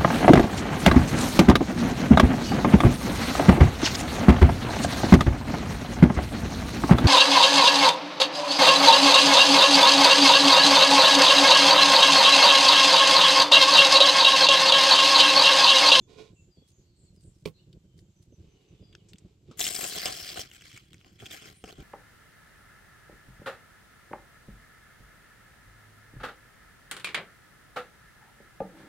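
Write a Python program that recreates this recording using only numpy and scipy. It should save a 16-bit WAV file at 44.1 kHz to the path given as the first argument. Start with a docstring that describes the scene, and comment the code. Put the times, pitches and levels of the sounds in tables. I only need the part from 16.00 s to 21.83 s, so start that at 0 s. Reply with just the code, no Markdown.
"""A crunchy bite outdoors

A crusty dumpling is dipped in a wooden bowl of sauce, which knocks once on the board.
It is bitten close by: one long crunch through dry crust into soft crumb, made of many
tiny fractures and some big cracks, then short, lighter tears as the piece comes away.
Underneath are a low uneven rumble of air, the faint rush of a stream and far birds."""
import sys
import numpy as np
from scipy import signal
from scipy.fft import rfft, irfft, next_fast_len
from scipy.io import wavfile
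from scipy.ndimage import uniform_filter1d

SR = 44100
rng = np.random.default_rng(int(sys.argv[2]) if len(sys.argv) > 2 else 0)


def waveform_to_disk(signal):
    """Save audio, clipped to [-1, 1], as 16-bit WAV at the path in sys.argv[1]."""
    frames = np.transpose(np.atleast_2d(signal))
    scaled = np.clip(frames, -1, 1) * 32767
    samples = np.round(scaled).astype(np.int16)
    wavfile.write(sys.argv[1], SR, samples)


N = 257103
TIME = np.arange(N) / SR


# Pressure on the crust. Each row: time in seconds, crackle level in dB.
BITE_PRESSURE = [(3.571, -66), (3.596, -39), (3.655, -41), (3.68, -38.5), (3.723, -46.5), (3.81, -41.5),
                 (3.95, -41), (4.06, -40.5), (4.2, -45.5), (4.28, -45.5), (4.35, -49), (4.412, -40.5),
                 (4.46, -73)]
# Pockets of crumb cave in. Each row: start in seconds, length in seconds, level in dB.
CRUMB_COLLAPSES = [(3.595, 0.017, -62), (3.675, 0.035, -47.5), (3.81, 0.012, -43), (3.832, 0.025, -38.5),
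                   (3.96, 0.022, -43), (4.05, 0.048, -38.5), (4.1, 0.023, -44), (4.37, 0.0063, -38),
                   (5.223, 0.017, -56), (5.32, 0.043, -56), (5.675, 0.028, -53)]
def crunch():
    """One pressure drives crackle, crumb and splinters; the splinters thin out once the shell breaks."""
    s, db = np.transpose(BITE_PRESSURE)
    crackle = from_db(np.interp(TIME, s, db, left=-np.inf, right=-np.inf))
    collapses = swells(CRUMB_COLLAPSES, attack_s=0.0037, release_s=0.01)
    crumb = np.hypot(crackle * from_db(-9.5), collapses)
    through_s, fade_s = 3.882, 0.091
    through = (1 + np.tanh((TIME - through_s) / fade_s)) / 2  # 0 in the dry shell, 1 in the moist inside
    splinters = crackle * from_db(7.5 - 10.5 * through)
    dry_walls = fractures(per_s=900, spread_db=2.6, t60=0.02, even_s=0.03)
    return crumbling(dry_walls, crackle * from_db(3), crumb * from_db(-1.5), splinters * from_db(-2),
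                     flake_db=-10.5)


# Big breaks. Each row: start in seconds, peak in dB, ring in Hz, thump in dB relative to the peak,
# length in seconds.
BIG_CRACKS = [(3.584, -43, 3200, -14, 0.03), (3.5924, -22, 7800, -8.5, 0.048),
              (3.604, -11.5, 7570, -16, 0.034), (3.611, -10.5, 3740, -27, 0.036),
              (3.628, -23, 3360, -31, 0.021), (3.6403, -13.5, 5400, -44, 0.074),
              (3.651, -16.5, 3770, -26, 0.02), (3.6648, -11.5, 3300, -37, 0.024),
              (3.671, -21, 7300, -16, 0.066), (3.687, -20.5, 5500, -29, 0.033),
              (3.712, -23.5, 5250, -12, 0.015), (3.719, -29, 5400, -24, 0.0068),
              (3.7451, -20.5, 8500, -13, 0.049), (3.7497, -20.5, 7500, -34, 0.026),
              (3.762, -16.5, 5550, -18.5, 0.016), (3.788, -23.5, 8900, -6.5, 0.037),
              (3.8103, -17.5, 2520, -18.5, 0.036), (3.831, -24.5, 7500, -6, 0.061),
              (3.842, -21.5, 2930, -13.5, 0.013), (3.855, -23, 2020, -9, 0.011),
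              (3.922, -24.5, 4380, -7, 0.016), (3.9497, -23.5, 4250, -9, 0.019),
              (3.974, -33.5, 5340, 1, 0.011), (4.005, -29, 5200, -23, 0.018),
              (4.03, -23.5, 4870, -9, 0.016), (4.056, -11, 5300, -18, 0.015),
              (4.0574, -16.5, 3270, -8.5, 0.07), (4.0722, -20, 3300, -10, 0.074),
              (4.123, -22, 4840, -27, 0.025), (4.149, -26, 3300, -20, 0.012), (4.172, -28, 5500, -22, 0.02),
              (4.199, -25, 5390, -11.5, 0.031), (4.259, -31, 5100, -30, 0.0049),
              (4.2766, -24, 5100, -34, 0.029), (4.29, -19.5, 5060, -38, 0.008),
              (4.3, -22.5, 4900, -15, 0.034), (4.3286, -28.5, 4800, -9.5, 0.011),
              (4.359, -30, 3150, -2, 0.008), (4.3719, -20.5, 3220, -7, 0.022),
              (4.393, -21, 3200, -8.5, 0.017), (4.404, -24.5, 3070, -26, 0.015),
              (5.3085, -29, 3660, -13, 0.024), (5.345, -29, 3300, -23, 0.011)]
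def cracks(level_db, low_db):
    """Large pieces of crust give way; each also thumps the crumb."""
    out = np.zeros((2, N))
    for s, db, hz, _, length in BIG_CRACKS:
        crack = snap(hz, width_hz=360, length=length, rise_s=0.00063, ring_db=-3, alike=1, grit_db=8)
        add(out, s, from_db(db + level_db) * crack)
    s, db, _, thump_db, _ = np.transpose(BIG_CRACKS)
    thumps = noise_pair(alike=0.99) * dying(clicks(s, db + thump_db + low_db), t60=0.037)
    tone = [(300, -14), (1300, -21.5), (2800, -6.5), (8300, -6.5), (10000, -24.5), (15000, -18)]
    return colour(out, tone) + shaped(thumps, CRUMB_TONE)


# The piece pulls away. Each row: start in seconds, length in seconds, crackle in dB, crumb in dB.
LIGHT_TEARS = [(4.407, 0.035, -57, -62.5), (4.515, 0.05, -60, -69.5), (4.617, 0.15, -61, -76),
               (5.025, 0.044, -73.5, -63), (5.18, 0.089, -61, -59.5), (5.284, 0.087, -53.5, -61.5),
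               (5.4, 0.084, -58, -58), (5.638, 0.07, -60, -59), (5.762, 0.068, -64.5, -56.5)]
def tears():
    """Each tear is a short swell of crackle and crumb, while the broken crust keeps crackling faintly."""
    s, length, crackle_db, crumb_db = np.transpose(LIGHT_TEARS)
    attack_s, release_s = 0.023, 0.3
    settling = from_db(-74.5) * (TIME > s[0])
    crackle = np.hypot(settling, swells(zip(s, length, crackle_db), attack_s, release_s))
    crumb = np.hypot(settling / 2, swells(zip(s, length, crumb_db), attack_s, release_s))
    moist_walls = fractures(per_s=1400, spread_db=3.6, t60=0.021, even_s=0.06)
    tearing = crumbling(moist_walls, crackle * from_db(5), crumb * from_db(-2), crackle * from_db(2),
                        flake_db=-11.5)
    return colour(tearing, [(300, 9), (750, -4), (950, 4.5), (1800, 4), (3200, 2.5), (4500, -2),
                            (8000, -4.5), (12000, -7)])


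# The tone of crust, soft crumb and fine splinters. Each row: frequency in Hz, level in dB.
CRUST_TONE = [(900, -14.5), (1200, -9), (1700, -6), (2300, -2), (2800, -4), (3250, 2.5), (3750, -8),
              (4050, 0.5), (4400, -2.5), (5300, 1), (6000, -5), (7000, -11.5), (9300, -18.5)]
CRUMB_TONE = [(40, -8), (120, -3), (250, -1.5), (420, 2), (540, -3), (690, -0.5), (790, 6.5), (940, -1),
              (1200, -6.5), (1600, -5.5), (2400, -26)]
SPLINTER_TONE = [(5000, -31), (6500, 6), (8300, 3), (9300, -3.5), (10500, -4), (13000, 1), (15500, -8)]
def crumbling(grains, crackle_gain, crumb_gain, splinter_gain, flake_db):
    """The same tiny fractures sound in the crust, in its splinters and, longer, in the soft crumb."""
    thud = rms_one(dying(grains, t60=0.0035))
    spray = rms_one(grains + thud)
    ringing = from_db(flake_db) * flakes(per_s=900, cycles=50, spread_db=3.5)
    crisp = rms_one(shifting(noise_pair(alike=0.51)) * grains + ringing)
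    crust = shaped(crisp * crackle_gain, CRUST_TONE)
    crumb = shaped(noise_pair(alike=0.85) * thud * crumb_gain, CRUMB_TONE)
    splinters = shaped(shifting(noise_pair(alike=0.049)) * spray * splinter_gain, SPLINTER_TONE)
    return crust + crumb + splinters


def fractures(per_s, spread_db, t60, even_s):
    """Loudness curve of random tiny breaks, many small and a few large, evened out over even_s."""
    sizes = from_db(spread_db * np.minimum(rng.exponential(1, N), 4))
    envelope = dying(sizes * (rng.random(N) < per_s / SR), t60)
    return envelope / np.sqrt(uniform_filter1d(envelope ** 2, int(even_s * SR)) + 1e-6)


def flakes(per_s, cycles, spread_db):
    """Loose flakes click and ring briefly, each at a pitch picked by chance."""
    size, chance, sign, pick = rng.random((4, N))
    strength = from_db(spread_db * np.minimum(-np.log(1 - size), 3))
    hits = strength * np.sign(sign - .5) * (chance < per_s / SR)
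    pitches = np.geomspace(1800, 9000, 28)
    pick = (pick * len(pitches)).astype(int)
    rings = np.zeros((2, N))
    for k, hz in enumerate(pitches):
        side_gains = from_db(rng.normal(0, 3.4, (2, 1)))
        rings += side_gains * hz * ring(hits * (pick == k), hz, cycles / hz)
    return rms_one(rings)


def shifting(x, patchy_db=3.5, rate_hz=14):
    """The pieces keep changing size, so each quarter octave swells and fades on its own."""
    size = next_fast_len(N)
    spectrum = rfft(x, size)
    hz = np.maximum(np.arange(size // 2 + 1) * SR / size, 1)
    place = np.clip(4 * np.log2(hz / 1000), 0, 14)  # quarter octaves above 1000 Hz
    bands = (irfft(spectrum * np.maximum(1 - abs(place - k), 0), size)[:, :N] for k in range(15))
    return rms_one(sum(band * from_db(patchy_db * np.clip(drift(rate_hz), -2, 2)) for band in bands))


# The hollow of the mouth. Each row: frequency in Hz, boost or cut in dB.
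MOUTH_TONE = [(520, 0), (690, 6), (775, 5.5), (865, -17), (935, -15), (1040, 0)]
def mouth(x):
    """The mouth around the breaking piece makes it sound hollow."""
    return colour(x, MOUTH_TONE)


# How close sounds lean to one side. Each row: frequency in Hz, left minus right in dB at full lean.
SIDE_LEAN = [(100, 0), (380, 8), (800, 2), (950, 7.5), (1200, 2), (1550, 7.5), (2250, 7.5), (2750, -9.5),
             (3300, -6.5), (4400, 0), (5500, 5.5), (6600, 5.5), (8200, 22.5), (10300, 12), (14000, 14)]
def beside_microphone(x, lean, turn_hz, width_hz):
    """The right opening of the microphone is mostly shaded, and its wave flips over near turn_hz."""
    left = colour(x[0], [(hz, lean * db / 2) for hz, db in SIDE_LEAN])
    right = colour(x[1], [(hz, -lean * db / 2) for hz, db in SIDE_LEAN])
    r = np.exp(-np.pi * width_hz / SR)
    poles = np.array([1, -2 * r * np.cos(2 * np.pi * turn_hz / SR), r * r])
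    return np.array([left, signal.lfilter(poles[::-1], poles, right)])


# Small snaps of crust and sauce. Each row: start in seconds, peak in dB, ring in Hz,
# length in seconds, treble limit in Hz.
SMALL_TICKS = [(1.728, -48, 4500, 0.028, 9050), (1.99, -47, 4500, 0.014, 9000),
               (2.927, -45, 3300, 0.045, 4930), (2.95, -29.5, 1690, 0.0059, 3500),
               (2.951, -34.5, 3200, 0.008, 4800), (2.9515, -37.5, 5470, 0.0061, 5800),
               (3.086, -51, 8100, 0.16, 9000), (3.133, -35.5, 4100, 0.014, 9100),
               (3.158, -45.5, 3400, 0.014, 7000), (3.183, -45.5, 9000, 0.037, 10100),
               (3.512, -30, 1170, 0.08, 3050), (4.5137, -33, 3080, 0.02, 7750),
               (4.558, -42, 3200, 0.017, 12000), (4.608, -40.5, 3000, 0.035, 8900),
               (4.62, -34, 2170, 0.015, 8950), (4.6555, -37.5, 2200, 0.01, 8900),
               (4.715, -37, 2360, 0.009, 8000), (4.729, -36, 2270, 0.0091, 8000),
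               (4.763, -33.5, 2310, 0.022, 9000), (4.7746, -29, 2360, 0.024, 9000),
               (4.9317, -34, 3600, 0.0095, 10000), (4.943, -37.5, 2160, 0.015, 7000),
               (4.981, -48, 5600, 0.0073, 8000), (5.012, -38, 2940, 0.0065, 5000),
               (5.046, -38.5, 3030, 0.008, 5000), (5.2, -45, 3230, 0.01, 8050),
               (5.257, -30, 3430, 0.027, 10000), (5.263, -29.5, 3350, 0.023, 10000),
               (5.313, -36, 3300, 0.023, 15000), (5.323, -37, 13200, 0.16, 17000),
               (5.44, -41, 2560, 0.0077, 7000), (5.487, -43, 3220, 0.01, 7000),
               (5.64, -32.5, 3040, 0.0066, 9000), (5.643, -35, 3080, 0.013, 9000),
               (5.6782, -33.5, 2470, 0.009, 6850), (5.687, -36, 2540, 0.051, 7000),
               (5.7256, -37.5, 4300, 0.011, 12000)]
def ticks(level_db):
    """Sticky films and single flakes part with small sharp ticks; the moist ones are duller."""
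    out = np.zeros((2, N))
    for s, db, hz, length, top_hz in SMALL_TICKS:
        tick = snap(hz, width_hz=0.2 * hz, length=length, rise_s=0.0003, ring_db=0, alike=0.85, grit_db=6)
        dulling = signal.butter(2, top_hz, fs=SR, output="sos")
        add(out, s, from_db(db + level_db) * signal.sosfilt(dulling, tick))
    return colour(out, [(400, -12), (950, -18.5), (1400, -8), (2400, -3), (3200, 1), (4200, -1.5),
                        (5400, 4.5), (8300, 3.5), (10000, -14), (13500, 0)])


def snap(hz, width_hz, length, rise_s, ring_db, alike, grit_db):
    """A brief run of uneven breaks rings one flake; the peak is about 1."""
    t = TIME[:SR // 10]
    noise = rng.standard_normal((4, len(t)))  # shared, left, right, grit
    envelope = from_db(grit_db * np.minimum(noise[3], 2) - 60 * t / length) * (1 - np.exp(-t / rise_s))
    burst = (np.sqrt(alike) * noise[0] + np.sqrt(1 - alike) * noise[1:3]) * envelope
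    ringing = ring(burst, hz, t60=np.log(1000) / np.pi / width_hz)
    sound = rms_one(burst) + from_db(ring_db) * rms_one(ringing)
    peak_power = uniform_filter1d(np.mean(sound ** 2, axis=0), SR // 500).max()
    return sound / np.sqrt(peak_power) / 2


# Moist pockets of crumb pop open. Each row: start in seconds, level in dB.
CRUMB_POPS = [(5.2252, -37), (5.2353, -39.5), (5.6407, -30.5), (5.6446, -34.5), (5.6773, -43), (5.698, -60),
              (5.727, -39.5)]
# Their hollow knock. Each row: pitch in Hz, level in dB, ring time in seconds.
POCKET_RINGS = [(239, -10, 0.012), (414, -1.5, 0.023), (710, -10, 0.027), (1260, -9, 0.01)]
def pops(level_db):
    """Each pocket opens with a single soft pulse that rings the hollow around it."""
    s, db = np.transpose(CRUMB_POPS)
    pulses = clicks(s, db + level_db)
    knock = sum(from_db(ring_db) * ring(pulses, hz, t60) for hz, ring_db, t60 in POCKET_RINGS)
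    return knock * from_db([[.5], [-.5]])


# The soft inside and the sauce are squashed. Each row: start in seconds, level in dB.
SOFT_SQUASHES = [(0.571, -46.5), (0.618, -47), (2.323, -45.5), (2.793, -52.5), (2.825, -43.5), (3.508, -40)]
def squashes(level_db):
    """The moist inside gives way with soft, dull puffs of noise."""
    s, db = np.transpose(SOFT_SQUASHES)
    bursts = noise_pair(alike=0.95) * dying(clicks(s, db + level_db), t60=0.051)
    return shaped(bursts, [(40, -28), (250, 16), (430, 11.5), (590, 7.5), (770, -14.5), (980, -18),
                           (1300, -41), (3200, -14), (5000, -55), (15000, -60)])


# The bowl rocks on the board. Each row: start in seconds, rim level in dB, body level in dB.
BOWL_KNOCKS = [(1.455, -47, -56), (1.458, -39.5, -24), (1.461, -68, -67), (1.475, -51.5, -31),
               (1.485, -57, -45)]
# The notes of its wood. Each row: pitch in Hz, level in dB, ring time in seconds.
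BOWL_RINGS = [(157.8, -14, 0.24), (436, -2, 0.052), (492, -13, 0.095), (968, -15.5, 0.031),
              (1074, -23, 0.06), (2200, -29, 0.042), (2370, 5, 0.018), (3300, 5, 0.01), (4250, 11, 0.0032),
              (5140, -13, 0.038)]
def bowl(scuff_db, thud_db):
    """The rim touches first, then the weight of the bowl lands with a thud and chatters."""
    s, rim_db, body_db = np.transpose(BOWL_KNOCKS)
    rim, body = clicks(s, rim_db), clicks(s, body_db)
    wood = sum(from_db(db) * ring(body if hz < 1500 else rim, hz, t60) for hz, db, t60 in BOWL_RINGS)
    scuff = shaped(noise_pair(alike=0.72) * dying(rim, t60=0.067),
                   [(300, 13), (1700, -14), (2300, 14), (5500, 0), (8500, -5), (15000, -21)])
    thud = shaped(noise_pair(alike=0.45) * dying(body, t60=0.1),
                  [(40, -34), (90, -13), (170, 5.5), (240, -2.5), (520, -12.5), (750, -18.5),
                   (1050, -19), (2000, -33.5)])
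    return (wood + from_db(scuff_db) * scuff + from_db(thud_db) * thud) * from_db([[-4], [2.5]])


# The bowl is nudged along. Each row: start in seconds, length in seconds, level in dB.
BOWL_SCRAPES = [(0.07, 0.19, -57), (0.165, 0.033, -48.5)]
# The notes of the board. Each row: pitch in Hz, base width in Hz, level in dB.
BOARD_RINGS = [(435, 34, 3), (714, 34, -10), (1042, 28, -4.5), (1460, 34, -16), (1920, 25, -22),
               (2480, 34, -9), (2900, 40, -20), (3420, 34, -16), (3860, 50, -11)]
def scrape(level_db, hiss_db):
    """Off to the right, the bowl slides over the board in tiny slips that ring the wood."""
    slips = noise_pair(alike=0.7) * fractures(per_s=3500, spread_db=1, t60=0.02, even_s=0.03)
    widen = 0.019  # each note is widened by this share of its pitch, for a smoother scrape
    wood = sum(from_db(db) * width * ring(slips, hz, t60=np.log(1000) / np.pi / (width + widen * hz))
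               for hz, width, db in BOARD_RINGS)
    hiss = colour(slips, [(300, -4), (480, 12), (620, -2.5), (1700, -10.5), (2400, -2), (4000, -2),
                          (7000, -10.5), (10000, -26), (15000, -35)])
    push = from_db(level_db) * swells(BOWL_SCRAPES, attack_s=0.033, release_s=0.26)
    return push * (rms_one(wood) + from_db(hiss_db) * rms_one(hiss)) * from_db([[-5], [3.5]])


# The dumpling drags, the grip shifts. Each row: start in seconds, length in seconds, level in dB.
RUB_MOVES = [(2.33, 0.39, -73), (2.66, 0.65, -74), (3.44, 0.1, -65)]
# The tone of rubbing. Each row: frequency in Hz, level in dB.
RUB_TONE = [(150, -4), (420, 17), (600, -2.5), (760, 1.5), (900, -7), (1100, -4), (1600, -12), (2400, -2),
            (4000, -3), (7000, -15), (10000, -25), (15000, -37)]
def rubs(level_db):
    """Crust, wood and skin rub with a fine grain."""
    grain = noise_pair(alike=0.59) * fractures(per_s=9000, spread_db=4.5, t60=0.0066, even_s=0.064)
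    rub = rms_one(colour(grain, RUB_TONE))
    return from_db(level_db) * swells(RUB_MOVES, attack_s=0.083, release_s=0.56) * rub


# The crust moves in the sauce. Each row: start in seconds, length in seconds, level in dB.
SAUCE_SQUELCHES = [(0.66, 0.051, -58), (1.13, 0.034, -65), (1.19, 0.052, -62), (1.34, 0.15, -66.5),
                   (1.965, 0.03, -56), (2.21, 0.028, -59)]
def squelches(level_db):
    """Tiny air pockets burst in the sauce."""
    pockets = noise_pair(alike=0.28) * fractures(per_s=370, spread_db=3, t60=0.021, even_s=0.041)
    wet = rms_one(colour(pockets, [(1500, -9.5), (4000, 3), (8500, 3), (15000, -14)]))
    return from_db(level_db) * swells(SAUCE_SQUELCHES, attack_s=0.02, release_s=0.093) * wet


# Puffs of air on the microphone. Each row: start in seconds, length in seconds, level in dB.
AIR_PUFFS = [(1.1, 0.042, -53.5), (1.66, 0.075, -57), (1.96, 0.075, -53.5), (2.4, 0.085, -55),
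             (2.78, 0.054, -53.5), (3.21, 0.05, -57), (5.77, 0.079, -46)]
# The tone of their rumble. Each row: frequency in Hz, level in dB.
RUMBLE_TONE = [(12, -47.5), (20, -17.5), (41, -4.5), (86, 1.5), (117, 0.5), (182, -2), (244, -14),
               (356, -9), (408, -17), (584, -26), (782, -40.5), (1200, -55), (1560, -41.5), (2640, -120)]
def wind(level_db, lumpy_db):
    """Moving air makes a lumpy low rumble: a few puffs over a swaying draught."""
    air = colour(noise_pair(alike=0.98) * from_db(lumpy_db * drift(35)), RUMBLE_TONE)
    air = air / np.sqrt(uniform_filter1d(np.mean(air ** 2, axis=0), SR // 8))  # even out slow swings
    draught = from_db(-61.5 - 4 * drift(16.5))
    strength = np.hypot(draught, swells(AIR_PUFFS, attack_s=0.017, release_s=0.043))
    return from_db(level_db) * strength * air * from_db([[-.8], [.8]])


# The tone of the stream. Each row: frequency in Hz, level in dB.
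STREAM_TONE = [(530, 0), (900, -2.5), (1690, -8.5), (3030, -2.5), (5840, -6.5), (7680, -2.5), (9070, -18.5),
               (14300, -14.5), (15500, -36)]
def stream(level_db):
    """Far water makes a nearly even hiss."""
    hiss = noise_pair(alike=0.15) * from_db(drift(7))
    return from_db(level_db) * rms_one(colour(hiss, STREAM_TONE))


# One bird's quick trills. Each row: start in seconds, length in seconds, pitch in Hz, level in dB.
BIRD_TRILLS = [(0.0, 0.061, 6870, -73), (0.318, 0.16, 7230, -72), (0.685, 0.14, 6630, -73.5),
               (0.78, 0.29, 4420, -79.5), (0.951, 0.13, 7840, -71), (1.211, 0.085, 8130, -67),
               (1.533, 0.076, 4170, -70), (1.952, 0.2, 7060, -82.5), (2.38, 0.5, 2890, -78.5),
               (5.531, 0.075, 9100, -63.5)]
# Other birds' thin whistles. Each row: start in seconds, length in seconds, first pitch in Hz,
# last pitch in Hz, level in dB.
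BIRD_WHISTLES = [(0.0, 0.039, 3520, 3465, -72), (0.355, 0.035, 2774, 2674, -66.5),
                 (0.505, 0.097, 5100, 4440, -72), (0.545, 0.12, 3420, 3360, -74),
                 (1.03, 0.071, 4730, 4200, -75), (1.15, 0.075, 5400, 4550, -76),
                 (1.32, 0.063, 6100, 5100, -81), (1.565, 0.048, 2560, 2970, -72.5),
                 (1.82, 0.25, 3115, 3120, -81.5), (2.15, 0.058, 6100, 6060, -75.5),
                 (2.315, 0.041, 6330, 6100, -72.5), (2.48, 0.089, 6230, 6090, -78),
                 (2.655, 0.08, 6200, 6100, -78), (2.71, 0.19, 3620, 3390, -75.5),
                 (2.81, 0.126, 4970, 4730, -74), (2.975, 0.034, 3500, 2880, -71.5)]
def birds(level_db):
    """Far whistles and quick trills, each sliding to its end pitch, blurred by the trees."""
    trill_depth, whistle_depth, slide = 0.059, 0.012, 0.023  # shares of the pitch
    out = np.zeros((2, N))
    flutter = drift(130)
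    trills = [(s, length, hz * (1 + slide), hz * (1 - slide), db) for s, length, hz, db in BIRD_TRILLS]
    for notes, depth in ((trills, trill_depth), (BIRD_WHISTLES, whistle_depth)):
        for s, length, start_hz, end_hz, db in notes:
            progress = np.linspace(0, 1, int(length * SR))
            glide = end_hz + (start_hz - end_hz) * (1 - progress) ** 2
            pitch = glide * (1 + depth * flutter[int(s * SR):][:len(progress)])
            arch = np.sqrt(4 * progress * (1 - progress))
            note = from_db(db + level_db) * arch * np.sin(2 * np.pi * np.cumsum(pitch) / SR)
            add(out, s, np.array([note, note]))
    return from_db(-7) * out + from_db(1.5) * scatter(out, t60=0.28)


def scatter(x, t60):
    """A blur of echoes from the ground and things nearby."""
    t = TIME[:SR // 2]
    tail = rng.standard_normal((2, len(t))) * from_db(-60 * t / t60)
    return signal.fftconvolve(x, rms_one(tail) / np.sqrt(len(t)), axes=1)[:, :N]


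def from_db(db):
    """Turn decibels into a number to multiply by."""
    return 10 ** (np.asarray(db) / 20)


def rms_one(x):
    """Scale a sound to an average power of 1."""
    return x / np.sqrt(np.mean(x ** 2) + 1e-20)


def drift(rate_hz):
    """A smooth random wander of typical size 1."""
    step = 40  # samples between points
    r = np.exp(-2 * np.pi * step * rate_hz / SR)
    slow = signal.lfilter([1], [1, -2 * r, r * r], rng.standard_normal(N // step + 2002))[2000:]
    return np.interp(np.arange(N) / step, np.arange(len(slow)), rms_one(slow))


def colour(x, tone):
    """Filter a sound to follow (Hz, dB) points."""
    size = 16384
    hz, db = np.transpose(tone)
    grid = np.maximum(np.arange(size // 2 + 1) * SR / size, 1)
    gains = from_db(np.interp(np.log(grid), np.log(hz), db))
    cepstrum = irfft(np.log(gains))
    cepstrum[1:size // 2] *= 2  # folded forward, so nothing rings before its cause
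    cepstrum[size // 2 + 1:] = 0
    response = irfft(np.exp(rfft(cepstrum)))[:size // 2]
    return signal.oaconvolve(np.atleast_2d(x), response[None], axes=1)[:, :N].reshape(x.shape)


def shaped(x, tone):
    """Colour a sound and keep its power."""
    return rms_one(colour(x, tone)) * np.sqrt(np.mean(x ** 2))


def noise_pair(alike):
    """White noise for left and right: unrelated when alike is 0, the same when it is 1."""
    mid, side = rng.standard_normal((2, N))
    return np.sqrt((1 + alike) / 2) * mid + np.sqrt((1 - alike) / 2) * side * np.array([[1], [-1]])


def ring(x, hz, t60):
    """Each click in x starts a pure note that fades by 60 dB in t60 seconds."""
    r, w = from_db(-60 / (t60 * SR)), 2 * np.pi * hz / SR
    return signal.lfilter([0, np.sin(w)], [1, -2 * r * np.cos(w), r * r], x + 1e-18)


def clicks(times, db):
    """One click at each time."""
    out = np.zeros(N)
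    out[(np.asarray(times) * SR).astype(int)] = from_db(db)
    return out


def dying(hits, t60):
    """Loudness curve of hits that each fade by 60 dB in t60 seconds."""
    return np.sqrt(signal.lfilter([1], [1, -from_db(-120 / (t60 * SR))], hits ** 2 + 1e-18))


def swells(rows, attack_s, release_s):
    """Loudness curve of movements that each rise, hold, then fade by 60 dB in release_s."""
    power = 0
    for s, length, db in rows:
        age = TIME - s
        fall_db = 60 * np.clip((age - length) / release_s, 0, 2)
        power = power + (np.clip(age / attack_s, 0, 1) * from_db(db - fall_db)) ** 2
    return np.sqrt(power)


def add(out, s, sound):
    """Mix a sound in, starting at s seconds."""
    at = int(s * SR)
    out[:, at:at + sound.shape[1]] += sound[:, :N - at]


def scene():
    """Close food sounds and their faint echoes over the open-air background."""
    bite = crunch() + cracks(level_db=2.5, low_db=-6)
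    bite = beside_microphone(bite, lean=0.68, turn_hz=850, width_hz=420)
    tearing = beside_microphone(tears(), lean=0.51, turn_hz=970, width_hz=520)
    close = mouth(bite + tearing) + ticks(level_db=-2) + squashes(level_db=-5) + pops(level_db=-0.5)
    close += bowl(scuff_db=-2.5, thud_db=-11.5) + scrape(level_db=-2.5, hiss_db=-3)
    close += rubs(level_db=3.5) + squelches(level_db=-10.5)
    background = wind(level_db=2, lumpy_db=4) + stream(level_db=-76) + birds(level_db=2.5)
    echoes = from_db(-13) * scatter(close, t60=.07)
    return close + echoes + background


def record(dry):
    """The very highest treble is cut steeply."""
    cutoff_hz = 15900
    return signal.sosfilt(signal.ellip(12, .1, 80, cutoff_hz, fs=SR, output="sos"), dry)


dry = scene()
out = record(dry)
waveform_to_disk(out)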